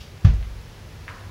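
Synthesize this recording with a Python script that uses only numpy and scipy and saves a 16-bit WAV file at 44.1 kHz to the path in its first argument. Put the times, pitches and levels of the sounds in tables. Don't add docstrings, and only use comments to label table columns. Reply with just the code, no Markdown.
import sys
import numpy as np
from scipy import signal
from scipy.fft import rfft, irfft
from scipy.io import wavfile
from scipy.ndimage import uniform_filter1d

SR = 44100
rng = np.random.default_rng(int(sys.argv[2]) if len(sys.argv) > 2 else 0)


def dump_mix(stems):
    frames = np.atleast_2d(stems).T
    limited = np.clip(frames, -1, 1)
    pcm = np.round(limited * 32767).astype(np.int16)
    wavfile.write(sys.argv[1], SR, pcm)


N = 57330
TIME = np.arange(N) / SR


def from_db(db):
    return 10 ** (np.asarray(db) / 20)


def noise(spectrum):
    hz, db = np.transpose(spectrum)
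    freqs = np.maximum(np.fft.rfftfreq(N, 1 / SR), 1)
    colour = from_db(np.interp(np.log(freqs), np.log(hz), db))
    skirts = np.minimum(freqs / hz[0], 1) ** 2 * np.minimum(hz[-1] / freqs, 1) ** 2
    shaped = irfft(rfft(rng.standard_normal(N)) * skirts * colour, N)
    return shaped / shaped.std()


def burst(spectrum, start_s, rise_s, t60_s):
    age = np.maximum(TIME - start_s, 0)
    return noise(spectrum) * np.minimum(age / rise_s, 1) * from_db(-60 * age / t60_s)


def impulse(start_s):
    return 1e-18 + (np.arange(N) == int(start_s * SR))


def mode(force, hz, t60_s):
    decay = np.exp(-np.log(1000) / (t60_s * SR))
    angle = 2 * np.pi * hz / SR
    return signal.lfilter([0, np.sin(angle)], [1, -2 * decay * np.cos(angle), decay * decay], force)


def cut(x, hz, kind, order):
    return signal.sosfilt(signal.butter(order, hz, kind, fs=SR, output="sos"), x)


def room_tone():
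    # frequency in Hz, relative spectral density in dB.
    rumble_spectrum = [(20, -28), (35, -3), (55, -0.5), (78, -1.5), (100, 0.5), (125, -7.5), (160, -6.5),
                       (230, -43), (400, -36.5)]
    hiss_spectrum = [(200, 2), (290, -4.5), (400, -2), (520, -4.5), (700, -7), (1300, -10.5), (2200, -10.5),
                     (3500, -14.5), (5500, -17), (7000, -22), (8700, -28.5), (10700, -24), (13300, -31),
                     (15700, -27.5)]
    hum_hz, hiss_rise_db_per_s = 99, 1.16
    hum = from_db(-48) * np.sqrt(2) * np.sin(2 * np.pi * (hum_hz * TIME + rng.random()))
    hiss = from_db(-48.5 + hiss_rise_db_per_s * TIME) * noise(hiss_spectrum)
    rumble = from_db(-42.5) * noise(rumble_spectrum)
    return rumble + hum + hiss


def sleeve():
    # frequency in Hz, relative spectral density in dB.
    cloth_spectrum = [(1200, -16), (2200, -14), (2750, 1), (3600, -1), (4150, -6.5), (4680, 2), (5100, -4),
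                      (6300, -7), (8000, -23), (14000, -22)]
    return from_db(-44) * burst(cloth_spectrum, start_s=0.00054, rise_s=0.0082, t60_s=0.38)


def wall_reflections(direct):
    # delay in seconds, gain in dB.
    echo_paths = [(.0021, -22), (.0055, -13), (.0093, -7), (0.0148, -13), (0.02, -7)]
    t60_s = 0.19
    echoes = sum(from_db(db) * np.interp(TIME - delay, TIME, direct, left=0) for delay, db in echo_paths)
    tail = rng.standard_normal(N) * from_db(-60 * TIME / t60_s)
    return echoes + from_db(0.5) * signal.fftconvolve(direct, tail / np.linalg.norm(tail))[:N]


def ticks():
    # start in seconds, peak level in dB, pitch in Hz.
    contacts = [(.339, -35, 5270), (0.427, -33, 2550), (1.0801, -22, 1830)]
    # frequency in Hz, relative spectral density in dB.
    neck_spectrum = [(600, -7), (880, -8), (1000, 3.5), (1200, -3.5), (1430, -2), (1750, -4), (2300, -18.5),
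                     (4000, -20)]
    ring_cycles = 3.6
    direct = 0
    for start_s, db, hz in contacts:
        tick = mode(impulse(start_s), hz, t60_s=ring_cycles / hz)
        tick = cut(tick, hz * 1.95, "low", order=10)
        tick = cut(tick, hz * 0.52, "high", order=6)
        direct = direct + from_db(db) * tick / np.abs(tick).max()
    room = wall_reflections(direct)
    neck = from_db(-41) * burst(neck_spectrum, start_s=contacts[-1][0], rise_s=0.0087, t60_s=1)
    return direct + room + neck


def bottles():
    # frequency in Hz, relative spectral density in dB.
    rattle_spectrum = [(150, 7), (320, 6.5), (700, -1), (1300, -3), (2500, -6.5), (3500, -9.5), (6300, -16),
                       (8500, -32.5), (15000, -38)]
    # frequency in Hz, level in dB, 60 dB decay time in seconds.
    plastic_modes = [(1170, -34, 0.071), (1727, -41.5, 0.32), (2560, -35.5, 0.12), (4500, -44.5, 0.17)]
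    start_s, rise_s = 0.246, 0.0033
    rattle = from_db(-28.5) * burst(rattle_spectrum, start_s, rise_s, t60_s=0.36)
    jolt = impulse(start_s + rise_s)
    return rattle + sum(from_db(db) * mode(jolt, hz, t60_s) for hz, db, t60_s in plastic_modes)


def table_bump():
    # start in seconds, gain in dB, upper frequency limit of the soft contact in Hz.
    pushes = [(0.243, 4.5, 197.6), (0.457, -20, 71.1)]
    # frequency in Hz, gain in dB, 60 dB decay time in seconds, direction of swing as +1 or -1.
    table_modes = [(35.8, -14.5, 0.62, -1), (54.1, -10.5, 0.57, -1), (62.6, -2, 0.062, 1),
                   (75.4, 1, 0.058, -1), (98.9, -10.5, 0.26, 1), (109.4, -3.9, 0.11, 1),
                   (147.8, -14.5, 0.24, 1), (212.8, -26.5, 0.42, -1)]
    # frequency in Hz, relative spectral density of the room's reverberation in dB.
    boom_spectrum = [(25, -24), (45, -18), (75, 17), (125, 1), (165, 0.5), (220, -13.5), (270, -39),
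                     (600, -59)]
    force = sum(from_db(db) * cut(impulse(start_s), hz, "low", order=6) for start_s, db, hz in pushes)
    force = cut(force, hz=42.3, kind="high", order=2)
    top = sum(swing * from_db(db) * mode(force, hz, t60_s) for hz, db, t60_s, swing in table_modes)
    boom = from_db(-10) * burst(boom_spectrum, start_s=pushes[0][0], rise_s=0.04, t60_s=0.38)
    return top + boom


def scene():
    return (table_bump() + bottles() + ticks() + sleeve() + room_tone())[None]


def record(dry):
    limit_db, release_db_per_s, attack_s, cutoff_hz = -1.53, 18, 0.012, 15750
    excess_db = np.maximum(20 * np.log10(np.abs(dry[0]) + 1e-9) - limit_db, 0)
    release_db = release_db_per_s * TIME
    held_db = np.maximum.accumulate(excess_db + release_db) - release_db
    gain = from_db(-uniform_filter1d(held_db, size=int(attack_s * SR)))
    low_pass = signal.ellip(12, 0.1, 90, cutoff_hz, fs=SR, output="sos")
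    return signal.sosfilt(low_pass, dry * gain)


dry = scene()
out = record(dry)
dump_mix(out)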